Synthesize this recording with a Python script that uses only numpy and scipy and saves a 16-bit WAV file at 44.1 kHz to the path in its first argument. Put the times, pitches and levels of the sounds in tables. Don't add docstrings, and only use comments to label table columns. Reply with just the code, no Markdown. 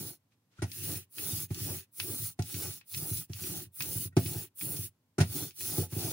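import sys
import numpy as np
from scipy import signal
from scipy.fft import rfft, irfft
from scipy.io import wavfile
from scipy.ndimage import uniform_filter1d

SR = 44100
rng = np.random.default_rng(int(sys.argv[2]) if len(sys.argv) > 2 else 0)


def pcm_store(signal):
    levels = np.round(np.clip(np.atleast_2d(signal), -1, 1) * 32767)
    wavfile.write(sys.argv[1], SR, levels.astype(np.int16).T)


N = 270112

# (frequency [Hz], density [dB per Hz])
AIR_SPECTRUM = [(15, -36.5), (25, -47), (105, 5.5), (141, -2.5), (285, -5), (326, -11.5), (677, -19),
                (1070, -18), (1160, -23), (2220, -26.5), (2480, -27), (7310, -30), (16000, -28.5)]
AIR_DB = -76

# (frequency [Hz], t60 [s])
ROOM_T60 = [(100, 0.24), (1000, 0.12), (6000, 0.098), (15000, 0.095)]

# (frequency [Hz], side over mid [dB])
STEREO_WIDTH = [(80, -23.5), (350, -12), (700, -3.5), (1500, -2.5), (3000, 0.5), (7000, 0.5), (7900, -8.5),
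                (15000, -14.5)]

# (frequency [Hz], left over right [dB])
MIC_BALANCE = [(60, -0.5), (200, -1.6), (400, 1), (4400, .5), (8100, -0.2), (15000, -2)]
EDGE_HZ = 15800

# (time [s], level [dB], half length [s])
SLEEVE_BRUSHES = [(0.33, -79, 0.02), (0.53, -76.5, 0.02), (0.598, -66, 0.035)]
# (frequency [Hz], density [dB per Hz])
CLOTH_SPECTRUM = [(200, -1), (1500, 0.0), (3000, 0.5), (7000, -5), (10500, -10), (13000, -18)]

# (time [s], level [dB], tilt [dB per octave])
AXLE_CLACKS = [(0.321, -67, -4), (0.624, -55, -12), (0.7174, -31.5, 7.5), (0.955, -36.5, -0.5),
               (1.1835, -31, -4), (1.546, -28, 11.5), (1.9999, -23, -1.5), (2.393, -41, 10),
               (2.423, -29, 10.5), (2.5427, -31.5, 2.5), (2.812, -47.5, -4.5), (2.9397, -31.5, 3.5),
               (2.946, -29.5, 2), (2.9767, -20, 17.5), (3.3333, -30.5, 6.5), (3.8057, -23, -3),
               (3.823, -20, 12.5), (3.439, -34.5, -1.5), (4.1675, -26.5, 7.5), (4.2603, -31, 1.5),
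               (4.611, -32, -3.5), (4.766, -31.5, 10), (5.2094, -28.5, 10), (5.213, -23.5, 3),
               (5.508, -43.5, 3), (5.6075, -37, -5.5)]
# (frequency [Hz], density [dB per Hz])
FRAME_SPECTRUM = [(300, -33.5), (800, -14), (1400, -6.5), (2000, -1), (2600, 3.5), (3400, 0), (5000, 0),
                  (7000, -7), (10000, -26), (16000, -23)]
# (frequency [Hz], t60 [s])
FRAME_T60 = [(800, 0.066), (1800, 0.17), (2600, 0.22), (3600, 0.21), (9000, 0.037)]
AXLE_HZ, AXLE_RING_DB, AXLE_RING_PER_TILT = 2580, -12, 1.0
GRIP_T60_S = .16

# (frequency [Hz], level [dB], t60 [s])
TABLE_MODES = [(93.1, 4, 0.21), (114.9, 6.5, 0.13), (163.9, 2.5, 0.17), (260, -5.5, 0.22),
               (317.4, 5.5, 0.065), (379.5, 4, 0.11), (499, -19.5, 0.27), (585.6, -17.5, 0.16),
               (680, -9, 0.13), (737, -8, 0.064), (830.6, -5, 0.084), (1041, -12, 0.027), (1172, -12, 0.11),
               (1290, -8.5, 0.073), (1502, -8, 0.07), (1570, -17, .07), (1943, -15, .1),
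               (2245, -12.5, 0.091), (2445, -13, .1)]
# (frequency [Hz], level [dB], t60 [s])
ROLLER_MODES = [(726, 2, 0.078), (840, -5, 0.13), (1140, -18.5, .07), (1380, 10, 0.069), (1420, 1.5, 0.14),
                (1483, 9.5, 0.063), (1570, -15, 0.1), (1898, 5, 0.11), (2180, -11, .09),
                (2070, -6.5, 0.079), (2316, -2, 0.073), (2570, 3, 0.1)]

# (time [s], level [dB], softening above [Hz])
RIDGE_BUMPS = [(0.847, -37.5, 130), (0.951, -34.5, 120), (1.323, -30, 110), (1.427, -38.5, 170),
               (1.695, -32, 110), (1.75, -40.5, 250), (2.19, -38, 110), (2.217, -35, 110),
               (2.538, -32.5, 250), (2.629, -39.5, 110), (3.018, -36, 200), (3.108, -28, 151),
               (3.66, -47, 100), (3.952, -29.5, 126.7), (4.049, -34, 171), (4.252, -29.5, 200),
               (4.353, -30, 240), (4.785, -30.5, 150), (5.411, -35, 200), (5.778, -20, 450),
               (5.81, -31.5, 260), (5.961, -26.5, 298), (6.041, -29.5, 387)]
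# (time [s], level [dB], softening above [Hz],
# ink splat [dB], roller ring [dB], strongest roller ring at [Hz]); splat and ring are relative to the level
LANDINGS = [(.585, -38.5, 100, -36, -8, 1270), (0.6193, -24.5, 423, -7, -11, 1650),
            (.629, -29, 90, -11, -15, 1300), (1.504, -25.5, 170, -17.5, -37, 770),
            (2.3895, -21.5, 190, -16, -14, 740), (3.295, -32, 163, -21.5, -36, 790),
            (4.124, -52.5, 100, -18, -5, 1800), (4.166, -11, 600, -17, -38.5, 1283),
            (5.1818, -19, 700, -9, -10, 1420), (5.202, -14, 200, -9.5, -15.5, 1640),
            (5.215, -28, 333, -5, -8.5, 1640), (5.83, -42, 181, -25, -0.5, 740),
            (5.922, -31, 168, -11, -25, 1520)]
# (frequency [Hz], density [dB per Hz])
SPLAT_SPECTRUM = [(40, -18), (150, 13), (300, 4), (520, -6.5), (750, -0.5), (1100, -11), (1500, -11.5),
                  (2200, -8), (3000, -15.5), (6000, -12), (8000, -19.5), (9500, -9), (12500, -29),
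                  (16000, -25.5)]

# (frequency [Hz], density [dB per Hz])
GRIND_SPECTRUM = [(1000, -27.5), (1750, -2.5), (2000, -4), (2250, -11.5), (2550, 2), (2900, -2.5),
                  (5000, -13)]
# (frequency [Hz], density [dB per Hz])
RUMBLE_SPECTRUM = [(25, -8), (50, -36.5), (75, -6), (100, 7.5), (130, 0.5), (170, 2.5), (215, -13.5),
                   (280, -8.5), (380, -5.5), (490, -46.5), (780, -44), (2000, -61)]
# (frequency [Hz], density [dB per Hz])
SQUELCH_SPECTRUM = [(130, -7), (230, 6.5), (320, 14), (400, 9), (490, 4.5), (620, -1.5), (830, 0.5),
                    (1020, -11.5), (1180, -8.5), (1600, -11.5), (3000, -27.5), (8000, -50)]
# (frequency [Hz], density [dB per Hz])
TEAR_SPECTRUM = [(600, -24.5), (1050, -24), (1450, -14.5), (1750, -9), (2600, -6.5), (3200, -0.5),
                 (4200, 2), (6000, 4), (7800, 2), (10000, -25), (15000, -37.5)]
# (frequency [Hz], density [dB per Hz])
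SIZZLE_SPECTRUM = [(5000, -40), (7800, -19), (9000, -8), (10000, -2.8), (11000, -7.2), (12200, -12.3),
                   (13850, -13), (14500, -4.5), (15000, 0), (15800, -.3), (16100, -30)]

# (start [s], end [s], speeding up [s], slowing down [s],
# hardest press at [s], half length of the press [s], sizzle [dB], tearing [dB], squelch [dB],
# rumble [dB], grinding [dB]); the layers trim some of these levels further
HAND_STROKES = [(-0.25, 0.195, 0.15, 0.17, 0.077, 0.15, -41.5, -51.5, -51.5, -44.5, -67),
                (0.602, 1.068, 0.37, 0.18, 0.932, 0.11, -36, -46, -45, -38.5, -54),
                (1.083, 1.481, 0.18, 0.076, 1.279, 0.17, -37.5, -47.5, -50.5, -42.5, -60.5),
                (1.466, 1.87, 0.16, 0.15, 1.699, 0.063, -40, -49, -44.5, -39.5, -56.5),
                (1.906, 2.359, 0.14, 0.12, 2.094, 0.089, -38.5, -50.5, -49.5, -46.5, -68),
                (2.358, 2.842, 0.23, 0.19, 2.644, 0.11, -41, -48, -48, -43, -62.5),
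                (2.832, 3.277, 0.18, 0.1, 3.053, 0.097, -38.0, -50, -51, -47, -65),
                (3.265, 3.694, 0.22, 0.13, 3.558, 0.19, -41, -49.5, -51.5, -40.5, -59),
                (3.708, 4.102, 0.13, 0.062, 3.916, 0.16, -38.5, -50.5, -52, -43, -63.5),
                (4.146, 4.5, 0.088, 0.11, 4.356, 0.15, -42, -51, -50, -43.5, -58),
                (4.538, 4.906, 0.095, 0.079, 4.711, 0.11, -38, -51.5, -50, -43, -62.5),
                (5.188, 5.555, 0.26, 0.2, 5.405, 0.13, -36, -43.5, -43, -36.5, -63.5),
                (5.521, 5.899, 0.13, 0.11, 5.813, 0.22, -36.5, -46, -45, -44, -61),
                (5.866, 6.3, 0.16, 0.15, 6.023, 0.22, -39, -46.5, -43, -40.5, -58)]
# (power of the speed [-],
# loss away from the hardest press [dB], loss before the weight is on [dB]); a negative loss is a gain
HAND_LAWS = [(2.28, 0.36, 0), (2.2, -1.33, 9.5), (2.3, 23, 32), (2.9, 2.5, 52), (1.34, -1, 18.5)]
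LEAN_PUSH_S, LEAN_PULL_S = 0.13, .02


def gain_of(db):
    return 10 ** (np.asarray(db) / 20)


def evened(x):
    return x / np.sqrt(np.mean(x ** 2) + 1e-20)


def ease(u):
    return np.sin(np.pi / 2 * np.clip(u, 0, 1))


def read(points, hz):
    f, value = np.transpose(points)
    return np.interp(np.log(hz + 1), np.log(f + 1), value)


def add(mix, s, sound):
    part = mix[max(round(s * SR), 0):][:len(sound)]
    part += sound[:len(part)]


def colour(x, points, tilt_db=0):
    size = 4096
    hz = abs(np.fft.fftfreq(size, 1 / SR))
    octaves = np.log2((hz + 300) / 3300)
    log_gain = np.log(gain_of(read(points, hz) + tilt_db * octaves))
    response = np.exp(signal.hilbert(log_gain).conj())
    taps = np.fft.ifft(response).real[:size // 2]
    return signal.oaconvolve(x, taps / np.linalg.norm(taps))[:len(x)]


def dying(x, t60s):
    hz, t, bands = signal.stft(x, SR, nperseg=256)
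    decay = gain_of(-60 * t / read(t60s, hz)[:, None])
    return signal.istft(bands * decay, SR, nperseg=256)[1][:len(x)]


def wander(rate_hz):
    hz = np.fft.rfftfreq(N, 1 / SR)
    slowed = rfft(rng.standard_normal(N)) / (1 + (hz / rate_hz) ** 2)
    return evened(irfft(slowed, N))


def snaps(per_s, spread_db):
    size = gain_of(spread_db * np.minimum(rng.exponential(1, N), 5))
    size = size * rng.choice([-1, 1], N)
    return evened(size * (rng.random(N) < per_s / SR))


def patchy(x, depth_db, count, order):
    bands = signal.stft(x, SR, nperseg=1024)[2]
    field = uniform_filter1d(rng.standard_normal(bands.shape), count, 1)
    field = evened(uniform_filter1d(field, order, 0))
    return evened(signal.istft(bands * gain_of(depth_db * field), SR, nperseg=1024)[1][:N])


def rings(modes, weight):
    t = np.arange(round(.5 * SR)) / SR
    hz, db, t60 = np.transpose(modes)[:, :, None]
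    place = 1 + 0.009 * rng.standard_normal(hz.shape)
    sign = (-1) ** np.arange(1, len(hz) + 1)[:, None]
    envelope = sign * weight(hz) * gain_of(db - 60 * t / t60)
    ring = (envelope * np.sin(2 * np.pi * hz * place * t)).sum(0)
    return ring / abs(ring).max()


def room_air():
    return gain_of(AIR_DB) * evened(colour(rng.standard_normal(N), AIR_SPECTRUM))


def room(x, wet_db=-19):
    tail = dying(rng.standard_normal(SR // 3), ROOM_T60)
    tail[:SR // 200] = 0
    return x + gain_of(wet_db) * signal.oaconvolve(x, tail / np.linalg.norm(tail))[:N]


def sleeve():
    t = np.arange(N) / SR
    swell = sum(gain_of(db) * np.exp(-((t - s) / half_s) ** 2) for s, db, half_s in SLEEVE_BRUSHES)
    return swell * evened(colour(rng.standard_normal(N), CLOTH_SPECTRUM))


def table_ring(soft_hz, spring=0.26):
    return rings(TABLE_MODES, lambda hz: 1 / (1 + (hz / soft_hz) ** 2) / np.hypot(1, spring * soft_hz / hz))


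def roller_ring(free_hz, reach_octaves=0.28):
    return rings(ROLLER_MODES, lambda hz: 1 / (1 + (np.log2(hz / free_hz) / reach_octaves) ** 2))


def clacks(hit_db=4, echo_s=0.0012, echo_db=-2, crack_s=0.0044, crack_db=-11, ring_db=-22):
    out, t = np.zeros(N), np.arange(SR // 5) / SR
    for s, db, tilt_db in AXLE_CLACKS:
        crack, ring = rng.standard_normal((2, len(t)))
        knock = gain_of(crack_db) * crack * np.exp(-t / crack_s)
        knock += gain_of(ring_db) * dying(ring, FRAME_T60)
        knock[[0, round(echo_s * SR)]] += gain_of([hit_db, echo_db])
        note_db = AXLE_RING_DB - AXLE_RING_PER_TILT * tilt_db - 60 * t / GRIP_T60_S
        note = roller_ring(AXLE_HZ)[:len(t)] * gain_of(note_db)
        add(out, s, gain_of(db) * (colour(knock, FRAME_SPECTRUM, tilt_db) + note))
    return out


def bumps(climb_s=0.00297):
    out = np.zeros(N)
    for s, db, soft_hz in RIDGE_BUMPS:
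        ring = table_ring(soft_hz)
        t = np.arange(len(ring)) / SR
        add(out, s, gain_of(db) * ring * (1 - np.exp(-t / climb_s)))
    return out


def thumps(splat_t60=0.11, contact_s=0.0025, punch_db=-1, punch_s=0.0076):
    out = np.zeros(N)
    for s, db, soft_hz, splat_db, ring_db, free_hz in LANDINGS:
        table = table_ring(soft_hz)
        t = np.arange(len(table)) / SR
        punch = np.sqrt(.5 + 2 * gain_of(punch_db) * np.exp(-t / punch_s))
        slap = colour(rng.standard_normal(len(t)) * gain_of(-60 * t / splat_t60), SPLAT_SPECTRUM)
        blow = punch * table + gain_of(ring_db) * roller_ring(free_hz) + gain_of(splat_db) * slap
        add(out, s, gain_of(db) * blow * (1 - np.exp(-t / contact_s)))
    return out


def bearings(load):
    return load * evened(colour(snaps(per_s=6700, spread_db=4.5), GRIND_SPECTRUM))


def rumble(weight, bounce_db=-8, bounce_s=0.021):
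    t, lift = np.arange(N) / SR, np.zeros(N)
    for s, *_ in LANDINGS + RIDGE_BUMPS:
        lift = np.maximum(lift, 1 - abs(t - s - bounce_s / 2) / (2 * bounce_s))
    lumps = colour(snaps(per_s=770, spread_db=2.5), RUMBLE_SPECTRUM)
    return gain_of(bounce_db * lift) * weight * patchy(lumps, depth_db=5, count=4, order=3)


def squelch(wet, thick, pluck_db=-15, lowest_hz=900):
    pops = colour(snaps(per_s=1500, spread_db=2), SQUELCH_SPECTRUM)
    film = patchy(pops, depth_db=3, count=5, order=3)
    ring = rings(TABLE_MODES, lambda hz: 1 / (1 + (lowest_hz / hz) ** 4))
    plucks = evened(signal.oaconvolve(snaps(per_s=1500, spread_db=6.5), ring)[:N])
    return wet * film + gain_of(pluck_db) * thick * plucks


def stroke_gains():
    t, gains = np.arange(N) / SR, np.zeros((len(HAND_LAWS), N))
    for k, (start, end, rise_s, fall_s, press_at, press_s, *levels_db) in enumerate(HAND_STROKES):
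        on = (t > start) & (t < end)
        speed = ease((t[on] - start) / rise_s) * ease((end - t[on]) / fall_s)
        lean = ease((t[on] - start) / (LEAN_PULL_S if k % 2 else LEAN_PUSH_S))
        press = np.exp(-((t[on] - press_at) / press_s) ** 2)
        for gain, db, (power, slack_db, light_db) in zip(gains, levels_db, HAND_LAWS):
            held_db = db - slack_db * (1 - press) - light_db * (1 - lean)
            gain[on] += speed ** power * gain_of(held_db)
    return gains


def ink(fine, thick, thick_db=-1.5, flutter_db=1.4, coarse_db=-9, echo_s=0.001395, echo_db=-14):
    tack = gain_of(flutter_db * wander(rate_hz=15))
    fine_snaps = colour(snaps(per_s=24000, spread_db=3.5), SIZZLE_SPECTRUM)
    sizzle = patchy(fine_snaps, depth_db=1.5, count=4, order=10)
    coarse = gain_of(coarse_db) * snaps(per_s=270, spread_db=3)
    thick_snaps = colour(snaps(per_s=8000, spread_db=1.5) + coarse, TEAR_SPECTRUM)
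    thick_snaps = thick_snaps + gain_of(echo_db) * np.roll(thick_snaps, round(echo_s * SR))
    tearing = patchy(thick_snaps, depth_db=3.5, count=6, order=4)
    return tack * (fine * sizzle + gain_of(thick_db) * thick * tearing)


def sources(fine, thick, wet, weight, load):
    rolling = ink(fine, thick) + squelch(wet, thick) + rumble(weight) + bearings(load)
    return room(rolling + thumps() + bumps() + clacks() + sleeve()) + room_air()


def spread(mid, side):
    hz = np.fft.rfftfreq(N, 1 / SR)
    mid = rfft(mid)
    side = 1j * rfft(side) * gain_of(read(STEREO_WIDTH, hz))
    balance = gain_of(read(MIC_BALANCE, hz) / 2)
    return np.array([irfft((mid + side) * balance, N), irfft((mid - side) / balance, N)])


def scene():
    gains = stroke_gains()
    return spread(sources(*gains), sources(*gains))


def record(dry, low_cut_hz=52):
    bass_cut = signal.butter(2, low_cut_hz, "high", fs=SR, output="sos")
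    thinned = signal.sosfilt(bass_cut, dry)
    band_limit = signal.firwin(1535, EDGE_HZ, window=("kaiser", 8), fs=SR)
    return signal.oaconvolve(thinned, band_limit[None], "same")


dry = scene()
out = record(dry)
pcm_store(out)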